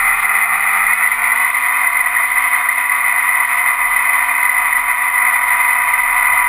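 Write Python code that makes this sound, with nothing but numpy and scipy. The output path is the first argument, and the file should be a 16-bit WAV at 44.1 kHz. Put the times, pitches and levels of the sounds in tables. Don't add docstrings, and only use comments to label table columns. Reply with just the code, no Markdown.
import sys
import numpy as np
from scipy import signal
from scipy.fft import rfft, irfft
from scipy.io import wavfile
from scipy.ndimage import uniform_filter1d, minimum_filter1d

SR = 44100
rng = np.random.default_rng(int(sys.argv[2]) if len(sys.argv) > 2 else 0)


def field_ratio(decibels):
    return 10 ** (np.asarray(decibels, dtype=float) / 20)


def wav_record(signal):
    frames = np.transpose(np.atleast_2d(signal))
    bounded = np.clip(frames, -1, 1)
    quanta = np.round(bounded * 32767).astype(np.int16)
    wavfile.write(sys.argv[1], SR, quanta)


N = 285768


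def level(x, db):
    return x * field_ratio(db) / np.sqrt(np.mean(x ** 2))


def walk(rate):
    k = int(SR / rate)
    steps = np.repeat(rng.standard_normal(N // k + 1), k)
    wander = uniform_filter1d(uniform_filter1d(steps, k), k)[:N]
    return wander / wander.std()


def ring(x, hz, width):
    return signal.lfilter(*signal.iirpeak(hz, hz / width, SR), x)


def colour(x, table):
    hz, db = np.transpose(table)
    f = np.fft.rfftfreq(N, 1 / SR) + 1
    return irfft(rfft(x) * field_ratio(np.interp(np.log(f), np.log(hz), db)), N)


def swells(times, sizes, lengths, onset=0.94):
    t, out = np.arange(N) / SR, np.zeros(N)
    for s, size, length in np.broadcast(times, sizes, lengths):
        near = slice(max(int((s - 3 * length) * SR), 0), int((s + 3 * length) * SR))
        half = length / 2 * np.where(t[near] < s, onset, 2 - onset)
        out[near] += size * 2. ** (-((t[near] - s) / half) ** 2)
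    return out


# time in seconds, shaft turns per second (Hz),
# balls passing the inner race per turn.
SHAFT = [(0, 207.8, 3.802), (.2, 208.6, 3.802), (.86, 208.2, 3.802), (.93, 218, 3.803), (1.0, 221, 3.804),
         (1.07, 228.5, 3.805), (1.32, 231.5, 3.808), (1.37, 248.5, 3.82), (1.46, 251, 3.826),
         (1.53, 258.6, 3.83), (2.0, 258.7, 3.818), (2.9, 258.3, 3.822), (3.1, 257.2, 3.823),
         (4.2, 256.8, 3.824), (4.6, 256.2, 3.832), (6.48, 256, 3.833)]


def throttle():
    s, hz, balls = np.transpose(SHAFT)
    t = np.arange(N) / SR
    shaft_hz = np.interp(t, s, hz)
    inner_hz = np.interp(t, s, balls) * shaft_hz
    slow_hz, fast_hz = 219, 254
    fast = np.clip((shaft_hz - slow_hz) / (fast_hz - slow_hz), 0, 1)
    return shaft_hz, inner_hz, fast


# frequency in Hz, gain in dB.
HULL_PATH = [(790, -3.5), (812, -7), (845, -24), (888, -1), (960, 2), (1030, 4), (1090, 6), (1122, -1)]


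def path_db(hz):
    path_hz, db = np.transpose(HULL_PATH)
    return np.interp(np.log(hz), np.log(path_hz), db)


BAND_TOP_HZ = 2559


def above_band_db(hz):
    return -13.5 / (1 + np.exp((BAND_TOP_HZ - hz) / 15))


# multiple of the shaft rate, multiple of the inner race rate,
# level in dB at low throttle, level in dB at high throttle. The outer race rate is 6 shaft - inner.
TONES = [(1, 0, -48, -50.5), (2, 0, -50, -53.5), (5, 0, -70, -54), (6, 0, -35, -36.5), (8, 0, -39, -25),
         (10, 0, -25.5, -34.5), (6, -1, -60, -56.5), (18, -3, -29.5, -39.5), (6, 1, -31, -51),
         (24, -4, -42, -69.5), (30, -5, -58, -35), (-1, 1, -80, -43), (1, 1, -33.5, -38.5),
         (2, 1, -28.5, -44), (10, -1, -28.5, -58), (12, -1, -50, -27.5), (0, 2, -38.5, -50.5),
         (0, 3, -27.5, -51)]
# multiple of the shaft rate, level in dB.
WHINE = [(12, -36), (14, -38.5), (16, -47), (18, -53), (20, -50.5), (22, -54.5), (24, -54), (26, -74),
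         (28, -72)]


def tones(shaft_hz, inner_hz, fast):
    creep_s = np.maximum(np.arange(N) / SR - 3.8, 0)
    inner_db = -28 + path_db(inner_hz) + 2.1 * creep_s
    outer_db = -32 + path_db(2 * (6 * shaft_hz - inner_hz)) - 6 * creep_s
    fourth_db = -37 + path_db(4 * shaft_hz)
    sideband_creep_db = 3 * creep_s

    shaft = 2 * np.pi * np.cumsum(shaft_hz + .5 * walk(8)) / SR
    inner = 2 * np.pi * np.cumsum(inner_hz) / SR
    slip = np.cumsum(walk(60)) / SR * 2 * np.pi * 2.425 + 0.55 * walk(150)
    ball = inner + slip * (.15 + .85 * fast)

    out = field_ratio(inner_db + 1.2 * fast * walk(40)) * np.sin(ball)
    out = out + field_ratio(outer_db + 1.5 * walk(25)) * np.sin(2 * (6 * shaft - ball))
    out = out + field_ratio(fourth_db + 1.5 * walk(25)) * np.sin(4 * shaft)
    for m, n, slow_db, fast_db in TONES:
        m, n = int(m), int(n)
        db = slow_db + (fast_db - slow_db) * fast
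        db = db + min(0.49 + 0.52 * m, 2.5) * walk(20)
        db = db + above_band_db(m * shaft_hz + n * inner_hz) + (n == 1) * sideband_creep_db
        out = out + field_ratio(db) * np.sin(m * shaft + n * ball + rng.uniform(0, 2 * np.pi))
    for m, db in WHINE:
        m = int(m)
        ragged = 1.03 + walk(180) + 1j * walk(180)
        strength = field_ratio(db + above_band_db(m * shaft_hz)) * (m * shaft_hz < 5900)
        out = out + strength * np.imag(ragged * np.exp(1j * m * shaft))
    return np.sqrt(2) * out


# frequency in Hz, width in Hz, level in dB at low throttle,
# level in dB at high throttle.
BODY = [(746, 70, -16.5, -18.5), (954, 21, -35, -16.5), (1209, 96, -7.5, -9.5), (1155, 94, -36, -13),
        (1388, 175, -10.5, -13.5), (1502, 47, -27, -22), (1991.5, 71, 3, 4), (2400, 54, -15.5, -13.5),
        (1876, 52, -4, -11.5)]
# frequency in Hz, level in dB per Hz.
FINE_RATTLE = [(1560, -27), (2650, -7.5), (2700, -11), (3040, -13), (3300, -13.5), (3640, -11.5), (4330, -22.5),
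               (5210, -26.5), (5850, -35.5), (5950, -32), (7740, -71), (13100, -120)]


def rattle(shaft_hz, db, fast):
    turn = 2 * np.pi * np.cumsum(shaft_hz) / SR
    strength = (1 + 0.27 * np.sin(turn) + 0.15 * np.sin(2 * turn)) * field_ratio(0.2 * walk(35))
    knocks = strength * rng.standard_normal(N)
    body = np.zeros(N)
    for hz, width, slow_db, fast_db in BODY:
        body = body + field_ratio(slow_db + (fast_db - slow_db) * fast) * ring(knocks, hz, width)
    body = signal.sosfilt(signal.ellip(5, .5, 35, 694.5, "high", fs=SR, output="sos"), body)
    inside = signal.sosfilt(signal.ellip(8, .5, 40, BAND_TOP_HZ, fs=SR, output="sos"), body)
    fine_rattle = colour(strength * field_ratio(1.7 * walk(30)) * rng.standard_normal(N), FINE_RATTLE)
    return level(inside, 0.59) * field_ratio(db) + level(fine_rattle, -41) * field_ratio(1.5 * (2.0 - fast))


# time in seconds, hum level in dB, length in seconds.
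WAVES = [(.03, -36, 0.34), (.62, -47, 0.18), (.86, -42, 0.11), (1.25, -43, .2), (2.03, -48, 0.22),
         (2.38, -48, 0.14), (3.19, -56, 0.28), (3.9, -49, 0.26), (4.22, -51, 0.11), (4.6, -46, 0.15),
         (4.82, -46, 0.2), (5.17, -54, 0.13), (5.52, -50, .3), (5.87, -50, .15), (6.15, -40, .3),
         (6.48, -41, 0.16)]
# time in seconds, level in dB.
SLAPS = [(.53, -57), (.79, -54), (1.24, -60), (2.59, -54), (3.6, -56), (3.85, -52), (3.99, -55),
         (4.85, -57), (5.31, -59), (5.53, -53), (5.67, -59), (5.82, -52), (5.92, -53), (6.17, -55),
         (6.33, -48)]
# frequency in Hz, level in dB per Hz.
FLOOR = [(26, -35.5), (45, -3.5), (182, -19.5), (252, -15), (278, -18), (317, -13.5), (453, -9), (516, -8),
         (600, -5), (780, -46), (1320, -120)]


def hull():
    wave_s, wave_db, wave_length = np.transpose(WAVES)
    slap_s, slap_db = np.transpose(SLAPS)
    rocking = field_ratio(-56) + swells(wave_s, field_ratio(wave_db), wave_length)
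    slapping = field_ratio(-67.5) + swells(slap_s, field_ratio(slap_db), 0.088)
    rock = np.cumsum(29 + 2.2 * walk(8.8)) / SR
    hum = np.sqrt(2) * rocking * field_ratio(1.5 * walk(8.5)) * np.sin(2 * np.pi * rock)
    slap = ring(ring(rng.standard_normal(N), 103, 25), 103, 25)
    murmur = colour(rng.standard_normal(N), FLOOR) * field_ratio(np.linspace(-1.5, 1.5, N))
    return hum + level(slap, -0.92) * slapping + level(murmur, -52)


# time in seconds, rattle change in dB, length in seconds.
LAPSES = [(0.213, -10, 0.012), (0.276, -3, 0.04), (0.608, -3.5, 0.045), (0.957, -6.5, 0.042),
          (1.101, -5, 0.022), (1.155, -5.5, 0.037), (1.526, -11, 0.012), (1.603, -2.5, 0.05),
          (1.918, -2.5, 0.057), (2.026, -3, 0.027), (2.097, -3, 0.035), (2.28, -6.7, 0.036),
          (2.333, -4.5, 0.032), (2.496, -5, 0.029), (2.754, -3, 0.11), (2.879, -4.5, 0.035),
          (2.98, -2, 0.079), (3.22, -2.5, 0.037), (3.469, -5.5, 0.037), (3.585, -1.5, 0.058),
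          (3.763, -3.5, 0.05), (3.894, -2, 0.025), (4.252, -2, 0.031), (4.527, -4, 0.043),
          (4.816, -4, 0.048), (4.98, -2, 0.024), (5.12, -3.5, 0.031), (5.823, -1.5, 0.025),
          (5.97, -3.5, 0.019), (6.02, -5, 0.02)]


def lapses():
    return swells(*np.transpose(LAPSES), onset=0.95)


# time in seconds, peak in dB, frequency in Hz.
FLARES = [(.2505, 4, 2040), (.8645, 6, 2010), (1.317, 3.5, 2010), (3.447, 6, 2010), (4.4525, 1, 2010),
          (4.493, 7, 2000), (4.766, 5, 1980), (5.54, 0, 1880), (0.9313, 4, 2040), (1.071, 4.5, 2050),
          (1.1144, 2.5, 2050), (1.4451, 7, 2016), (1.5439, 2, 2040), (1.6826, 1, 2045), (1.8711, 5, 1990),
          (2.0577, 4, 1930), (2.165, 7, 1910), (2.4728, 5, 2050), (2.6374, 3, 1994), (2.6863, 6, 1957),
          (2.8938, 3.5, 1990), (3.2665, 2, 1970), (3.4735, 0.5, 1940), (4.2837, 2, 1990), (4.4278, 4, 2080),
          (4.7247, 4, 1990), (4.8554, -2, 2050), (5.0968, 0.5, 1950), (5.1567, 1, 1974),
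          (5.9359, 3.5, 2030)]


def flares():
    t, out = np.arange(int(.03 * SR)) / SR, np.zeros(N + SR)
    swell = (1 - np.exp(-t / 0.0031)) * np.exp(-(t / 0.0061) ** 1.4)
    for s, db, hz in FLARES:
        start = int(s * SR)
        out[start:start + len(t)] += field_ratio(db - 2.0) * swell * np.sin(2 * np.pi * hz * t)
    return out[:N]


def scene():
    shaft_hz, inner_hz, fast = throttle()
    lapse_db = lapses()
    yield_db = swells(np.transpose(FLARES)[0], -3.5, 0.014)
    motor = tones(shaft_hz, inner_hz, fast) * field_ratio(0.5 * lapse_db)
    motor = motor + rattle(shaft_hz, -14 + lapse_db + yield_db, fast)
    return (motor * field_ratio(0.75 * walk(45)) + hull() + flares())[None]


def gain_control(x, top, follow_hz, squeeze):
    power = signal.sosfilt(signal.butter(2, follow_hz, fs=SR, output="sos"), x ** 2)
    x = x * (1 + np.maximum(power, 0) / top ** 2) ** -squeeze
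    room = minimum_filter1d(np.minimum(1, .8 / (abs(x) + 1e-9)), size=257)
    return x * uniform_filter1d(uniform_filter1d(room, size=128), size=128)


def sample_and_hold(x):
    slow = signal.resample_poly(x, 40, 147, axis=1)
    return signal.resample_poly(np.repeat(slow, 4, axis=1), 147, 160, axis=1)[:, :N]


def low_pass(x):
    return signal.sosfilt(signal.butter(12, 15730, fs=SR, output="sos"), x)


def record(dry):
    squared = signal.sosfilt(signal.butter(2, 1500, "high", fs=SR, output="sos"), dry ** 2)
    bent = gain_control(dry + 0.051 * squared, 0.57, 54, 0.081) * field_ratio(-0.49)
    dull = signal.sosfilt(signal.ellip(4, .5, 25, 5800, fs=SR, output="sos"), bent)
    held = sample_and_hold(dull)
    held = signal.sosfilt(signal.ellip(4, .3, 50, [11370, 12600], "bandstop", fs=SR, output="sos"), held)
    held = signal.sosfilt(signal.ellip(8, .3, 40, 15150, fs=SR, output="sos"), held)
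    return low_pass(held)


dry = scene()
out = record(dry)
wav_record(out)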